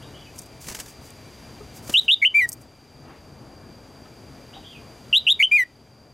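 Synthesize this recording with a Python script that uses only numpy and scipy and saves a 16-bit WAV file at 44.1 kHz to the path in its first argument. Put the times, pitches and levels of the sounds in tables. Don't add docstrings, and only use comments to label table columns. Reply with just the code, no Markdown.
import sys
import numpy as np
from scipy import signal
from scipy.fft import rfft, irfft, next_fast_len
from scipy.io import wavfile
from scipy.ndimage import uniform_filter1d, map_coordinates

SR = 44100
rng = np.random.default_rng(int(sys.argv[2]) if len(sys.argv) > 2 else 0)


def output_pcm(signal):
    pcm = np.clip(np.atleast_2d(signal).T, -1, 1) * 32767
    wavfile.write(sys.argv[1], SR, np.round(pcm).astype(np.int16))


N = 270333
TOP_HZ = 15800

# (time in note [s], pitch [Hz], level [dB], overtones [dB], flutter depth [1 = full])
RISE = [(0, 2904, -17.5, -10, 1), (.01, 2718, -7, -7.5, 1.2), (.022, 2936, -3, -2.5, 1),
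        (0.032, 3230, -4.5, -3, 1.2), (.042, 3640, 0, 5.5, .6), (0.051, 3863, -5, 3, 0.28),
        (.07, 3660, -1.5, -0.5, 0.7)]
# (time [s], pitch [Hz], level [dB], overtones [dB], flutter depth [1 = full])
STEP = [(0, 2146, -22, 9.5, .2), (.005, 2320, -25, 6, .2), (0.012, 2160, -4.5, -1.5, 0.56),
        (0.022, 2272, -9, 3, .1), (0.031, 2035, -17, 6.5, .1), (.034, 2740, -3.5, -3.5, 0.95),
        (.046, 3070, 3, 1.5, .7), (.066, 2980, -9, -10, 0.24)]
# (time [s], pitch [Hz], level [dB], overtones [dB], flutter depth [1 = full])
FALL = [(0, 2270, -22, 2, .2), (.012, 2345, -3, -2, .05), (.035, 2378, 0, -2, .03), (.056, 2380, 0, -2, .1),
        (.066, 2150, -10, 4, .4), (.085, 1985, -11, 7, .1), (.11, 1905, -14, 5, .1),
        (.126, 1850, -19, 4, .1)]
# (time [s], shape, length [s], pitch shift [%],
# level [dB], overtones [dB], left minus right [dB])
NOTES = [(1.9385, RISE, .062, .5, 0.5, -34, .6), (2.0795, RISE, .068, -1.8, 0.5, -38, .4),
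         (2.2165, STEP, .066, -.8, 3, -41, .65), (2.341, FALL, .119, -.4, -2, -36, 1.1),
         (5.127, RISE, .059, 1.1, 2.5, -32, .97), (5.266, RISE, .063, -1.6, 3, -32, .5),
         (5.3925, STEP, .068, 1.1, 3, -34, .3), (5.512, FALL, .127, 2.5, 1, -35, .87)]
# (multiple of the pitch [1], relative level [dB])
PARTIALS = [(.5, -16.5), (1.5, -5.5), (2, 0), (3, -2), (3.5, -22), (4, -4.5), (5, -6.5), (6, -4)]
# (frequency [Hz], gain [dB])
BEAK_COLOUR = [(1000, -1.5), (11500, 3), (13000, -1.5), (14400, -9), (15500, -19)]
# (frequency [Hz], time to fall 60 dB [s])
ECHO_DECAY = [(1900, 0.089), (2400, 0.038), (3000, 0.11), (3700, 0.1), (8000, 0.063)]
# (time [s], relative rustle level [dB], air push above the rustle [dB])
WING_STROKES = [(0.6414, -30.5, -18), (0.667, -29.5, -7), (0.6828, -23, -6.5), (0.697, -25, -16.5),
                (0.7116, -31, 3), (0.721, -29, -13), (0.7453, -20.5, -9), (0.7644, -32.5, -30),
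                (0.787, -27, -4), (0.7978, -21, -25), (0.858, -31.5, -11), (0.879, -35.5, -10.5),
                (1.874, -31.5, -8), (1.894, -20, -1), (1.919, -33.5, -14.5), (1.927, -27.5, -30),
                (2.01, -35.5, -26)]
# (frequency [Hz], relative density [dB])
FEATHER_COLOUR = [(350, -50), (600, -22), (798, -11.5), (1690, -7), (2100, -6), (3820, -10), (6400, -4),
                  (15500, -17.5)]
# (start [s], loudest [s], end [s], level [dB])
SWISHES = [(0.326, 0.392, 0.46, -55), (0.591, 0.69, .95, -50), (1.002, 1.022, 1.13, -56.5),
           (1.725, 1.77, 1.815, -52.5), (1.82, 1.945, 2.07, -48.5), (2.46, 2.505, 2.66, -54)]
# (time [s], peak before the lean [dB], ring time [x bar decay], scrape decay [s])
CLAW_TICKS = [(0.026, -45.5, 0.4, 0.0018), (0.36, -37.5, 0.81, 0.0085), (0.382, -32.5, 0.56, 0.0058),
              (0.389, -25, 0.41, 0.0028), (0.417, -36, 0.35, 0.0063), (0.459, -40, 0.45, 0.0055),
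              (1.104, -36, 0.28, 0.0043), (2.484, -31.5, 0.68, 0.0034), (2.49, -11, 0.97, 0.0025),
              (2.5185, -17.5, .4, 0.0036), (2.528, -14.5, 0.99, 0.0046), (2.613, -39.5, 0.75, 0.0092)]
# (frequency [Hz], relative level [dB], time to fall 60 dB [s])
BAR_MODES = [(5960, -56, 0.023), (6500, -8, 0.043), (6760, 1.5, 0.023), (8750, -6, 0.02),
             (8750, -14, 0.014), (8360, 12, 0.0097), (9980, 7, 0.024), (11350, 4.5, 0.029),
             (13400, -1, 0.054), (13400, -12, 0.015)]
# (time [s], level before onset and lean [dB], pitch [Hz], time to fall 60 dB [s])
LOW_THUMPS_AND_KNOCKS = [(0.669, -25, 140, 0.027), (.7, -35, 55.3, 0.16), (1.604, -35.5, 415, 0.15),
                         (1.608, -43.5, 1254, 0.07), (4.054, -45, 1290, 0.076), (4.565, -37.5, 785, 0.13)]
# (time in note [s], pitch [Hz], relative level [dB])
HOOK = [(0, 2690, -4), (.018, 3770, 6.5), (0.038, 3770, -15), (.085, 3850, -15)]
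# (time in note [s], pitch [Hz], relative level [dB])
ARCH = [(0, 2850, -5.5), (0.026, 3400, -1), (.055, 3381, -8.5), (.1, 2905, -5.5), (.157, 2160, -3)]
# (time [s], shape, length [s], level [dB])
FAR_NOTES = [(0.019, HOOK, 0.11, -56), (0.135, ARCH, 0.15, -51.5), (4.53, HOOK, .04, -50),
             (4.627, ARCH, .145, -46.5)]
# (time [s], rumble level [dB], leaves level [dB])
BACKGROUND = [(0, -45, -55), (1, -46.5, -55), (1.999, -44.5, -54), (2.9, -45.5, -57), (3.598, -46, -58),
              (4.5, -45.5, -55.5), (5.2, -44, -54.5), (6.13, -49.5, -61)]
# (frequency [Hz], relative density [dB])
RUMBLE_COLOUR = [(15, -45), (25, -12), (67, 0), (134, 1.5), (192, -7.5), (238, -2.5), (275, -4.5),
                 (573, -9.5), (649, -9), (1800, -22.5), (2340, -50.5), (3960, -120)]
# (frequency [Hz], left minus right [dB])
RUMBLE_LEAN = [(30, 3.5), (100, 1.5), (300, 3), (700, 3.5), (1500, 2)]
# (centre [Hz], width [Hz], level at the rumble's first value [dB])
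DRONES = [(123.8, 21, -65.5), (219, 47, -59)]
# (frequency [Hz], relative density [dB])
LEAF_COLOUR = [(500, -13), (1200, -8), (2200, -2.5), (3500, -6), (5300, -8.5), (6300, -6.5), (8000, -13),
               (12000, -16), (14500, -20), (16000, -36)]
# (time of peak [s], level [dB], bell width [s])
PLANT_RUSTLES = [(3.115, -48, 0.052), (3.458, -58.5, 0.0256), (4.061, -51.5, 0.011), (4.4, -62, 0.017),
                 (4.575, -59, 0.054)]


def amp(db):
    return 10 ** (np.asarray(db) / 20)


def unit(x):
    return x / np.sqrt(np.mean(x ** 2) + 1e-20)


def along(points, hz):
    f, v = np.transpose(points)
    return np.interp(np.log(hz + 1), np.log(f + 1), v)


def colour(points):
    return lambda hz: amp(along(points, hz))


def band(centre, width):
    return lambda hz: np.exp(-.5 * ((hz - centre) / width) ** 2)


def wobble(rate, n):
    knots = rng.standard_normal(int(n * rate / SR) + 4)
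    return map_coordinates(knots, [np.arange(n) * rate / SR])


def filtered(x, response):
    m = next_fast_len(x.shape[-1] + 8192)
    return irfft(rfft(x, m) * response(np.fft.rfftfreq(m, 1 / SR)), m)[..., :x.shape[-1]]


def noise(response):
    return unit(filtered(rng.standard_normal(N), response))


def spread(response, lean, side_db):
    mid, side = noise(response), amp(side_db) * noise(response)
    halves = np.array([[.5], [-.5]])
    return filtered(np.array([mid + side, mid - side]), lambda hz: amp(along(lean, hz) * halves))


def add(track, s, sound):
    part = track[round(s * SR):][:len(sound)]
    part += sound[:len(part)]


def syllable(shape, length, edge):
    s, *cols = np.transpose(shape)
    t = np.arange(int(length * SR)) / SR
    gate = np.clip(np.minimum(t, t[-1] - t) / edge, 0, 1)
    return t, gate, [np.interp(t, s, c) for c in cols]


def tail(length, slower):
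    hz, t, z = signal.stft(rng.standard_normal((2, int(length * SR))), SR, nperseg=128)
    t60 = slower * along(ECHO_DECAY, hz)[:, None]
    mid, side = signal.istft(z * amp(-60 * t / t60), SR, nperseg=128)[1]
    ears = mid + 0.11 * side * np.array([[1], [-1]])
    return ears / np.linalg.norm(ears[0])


def echoed(track, s, sound, near_db, far_db):
    for db, delay, slower in ((near_db, .003, .9), (far_db, .02, 3.5)):
        wet = signal.fftconvolve(sound[None], tail(.4, slower), axes=1)
        add(track.T, s + delay, amp(db) * wet.T)


def song():
    flutter_hz, flutter_start = 157, .79
    release_s, release_db = 0.0047, -4.5
    out = np.zeros((2, N))
    for s, shape, length, shift, note_db, thin_db, lean_db in NOTES:
        t, gate, (hz, db, over_db, depth) = syllable(shape, length, edge=.0025)
        n = len(t)
        hz = hz * (1 + shift / 100)
        db = db + release_db * np.clip(1 - (length - t) / release_s, 0, 1)

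        cycles = np.cumsum(flutter_hz * (1 + .08 * wobble(90, n))) / SR
        flutter = np.sin(2 * np.pi * (cycles + flutter_start))
        swing = depth * (1 + .3 * wobble(120, n))
        shaken_hz = hz * (1 + 0.05 * swing * flutter + 0.007 * wobble(500, n))
        phase = 2 * np.pi * np.cumsum(shaken_hz) / SR
        dip_db = -4.5 * np.abs(swing) * (.5 - .5 * flutter) ** 3

        high = np.clip((hz - 2550) / 500, 0, 1)
        overtones = np.zeros(n)
        for k, level in PARTIALS:
            loss_db = 10 * high * (k not in (2, 3))
            partial_db = level - loss_db + along(BEAK_COLOUR, k * hz) + 2.35 * wobble(179, n)
            overtones += amp(partial_db) * np.sin(k * phase) * (k * hz < TOP_HZ)

        breath = amp(-38) * filtered(rng.standard_normal(n), band(8000, 4200))
        voice = np.sin(phase) + amp(thin_db + over_db) * overtones + breath
        note = np.sqrt(2) * gate * amp(note_db + db + dip_db) * voice
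        add(out.T, s, note[:, None] * amp([lean_db / 2, -lean_db / 2]))
        echoed(out, s, note, near_db=-16.5, far_db=-34.5)
    return out


def wings():
    stroke_s, edge_db = 0.013, -2
    rustle, push, swish = np.zeros((3, N))
    u = np.arange(int(.1 * SR)) / SR / stroke_s
    for s, db, low_db in WING_STROKES:
        add(rustle, s, amp(db - 5) * np.minimum(3 * u, 1) * np.exp(-1.6 * u))
        add(push, s - .004, amp(db + low_db - 10.5) * np.exp(-(u / 0.76 - .9) ** 2))
    for start, top, end, level_db in SWISHES:
        shape = [(0, edge_db), (top - start, 0), (end - start, edge_db)]
        t, gate, (db,) = syllable(shape, end - start, edge=0.024)
        add(swish, start, gate * amp(level_db + db + 4.5 * wobble(45, len(t))))
    feathers = unit(amp(1.13 * wobble(700, N)) * noise(colour(FEATHER_COLOUR)))
    soft_colour = colour([(1500, -16.5), (4000, -13), (6400, -5), (11000, -10), (15500, -14.5)])
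    soft = spread(soft_colour, [(1, .3)], side_db=-29.5)
    air = noise(colour([(20, -18), (50, 5.5), (130, -5), (400, -3.0), (1500, -17), (4000, -47)]))
    return rustle * feathers + swish * soft + push * air * amp([[.7], [-.7]])


def claws():
    out, t = np.zeros(N), np.arange(int(.06 * SR)) / SR
    thin = signal.butter(5, [5300, 15200], "bandpass", fs=SR, output="sos")
    for s, db, ring, scrape in CLAW_TICKS:
        bars = np.zeros(len(t))
        for hz, level, t60 in BAR_MODES:
            decay = amp(level + rng.normal(0, 1.4) - 60 * t / (t60 * ring))
            bars += decay * np.sin(2 * np.pi * hz * (1 + rng.normal(0, 0.021)) * t)
        uneven = amp(3 * wobble(900, len(t)))
        grit = rng.standard_normal(len(t)) * uneven * np.exp(-t / scrape)
        tick = unit(signal.fftconvolve(bars, grit)[:len(t)]) + 1.3 * unit(grit)
        tick = signal.sosfilt(thin, tick)
        add(out, s, amp(db) * tick / np.abs(tick).max())
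    return out * amp([[.6], [-.6]])


def thumps_and_knocks():
    out, t = np.zeros(N), np.arange(int(.15 * SR)) / SR
    for s, db, hz, t60 in LOW_THUMPS_AND_KNOCKS:
        onset = 1 - np.exp(-t / 0.0011)
        add(out, s, amp(db - 60 * t / t60) * onset * np.sin(2 * np.pi * hz * t))
    return out * amp([[1.2], [-1.2]])


def far_bird():
    out = np.zeros((2, N))
    for s, shape, length, note_db in FAR_NOTES:
        t, gate, (hz, db) = syllable(shape, length, edge=0.00185)
        level = gate * amp(note_db + db + 4 * wobble(130, len(t)))
        phase = 2 * np.pi * np.cumsum(hz * (1 + .03 * wobble(220, len(t)))) / SR
        note = level * np.sin(phase)
        add(out.T, s, note[:, None] * [1, 1])
        echoed(out, s, note, near_db=1, far_db=0.5)
    return out


def insects(t):
    choir_db = -57.5 + 0.29 * wobble(2.7, N) + 0.69 * wobble(45, N)
    choir = amp(choir_db) * spread(band(4752, 130), [(1, .3)], side_db=-31)
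    drop_db = -3.5 * np.clip((t - 3.74) / .15 + .5, 0, 1)
    thin_db = -66.5 + drop_db + 0.83 * wobble(8.4, N)
    return choir + amp(thin_db) * spread(band(2360, 14), [(1, -.5)], side_db=-19.5)


def plants(t, leaves_db):
    level = amp(leaves_db + 0.66 * wobble(1.6, N))
    hiss = level * spread(colour(LEAF_COLOUR), [(1, .1)], side_db=-22.5)
    stir = sum(amp(db) * np.exp(-.5 * ((t - s) / width) ** 2) for s, db, width in PLANT_RUSTLES)
    dull = colour([(300, -6.0), (900, 1.5), (2600, -7), (3600, -14), (8000, -45.0)])
    return hiss + stir * amp(2.5 * wobble(60, N)) * spread(dull, [(1, 1.3)], side_db=-22.5)


def rumble(rumble_db):
    swell_db = 1.4 * wobble(4, N) + 1.2 * wobble(11, N)
    out = amp(rumble_db + swell_db) * spread(colour(RUMBLE_COLOUR), RUMBLE_LEAN, side_db=-25)
    for centre, width, db in DRONES:
        drone_db = rumble_db - BACKGROUND[0][1] + db + 1.04 * wobble(1.3, N)
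        out += amp(drone_db) * spread(band(centre, width), RUMBLE_LEAN, side_db=-32.0)
    return out


def garden():
    t = np.arange(N) / SR
    s, *cols = np.transpose(BACKGROUND)
    rumble_db, leaves_db = (np.interp(t, s, c) for c in cols)
    return insects(t) + plants(t, leaves_db) + rumble(rumble_db)


def scene():
    return song() + wings() + claws() + thumps_and_knocks() + far_bird() + garden()


def record(dry):
    t = np.arange(N) / SR
    keep = np.exp(-1 / (.45 * SR))
    memory = signal.lfilter([1 - keep], [1, -keep], np.mean(dry ** 2, axis=0))
    held = dry * (1 + memory / amp(2 * -19)) ** -.25

    peak_db = 20 * np.log10(np.abs(held).max(axis=0) + 1e-9)
    release_db = 330 * t
    peak_db = np.maximum.accumulate(peak_db + release_db) - release_db
    cut_db = uniform_filter1d(.92 * np.maximum(peak_db + 10.5, 0), size=151)
    return filtered(held * amp(-cut_db), lambda hz: hz < TOP_HZ)


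dry = scene()
out = record(dry)
output_pcm(out)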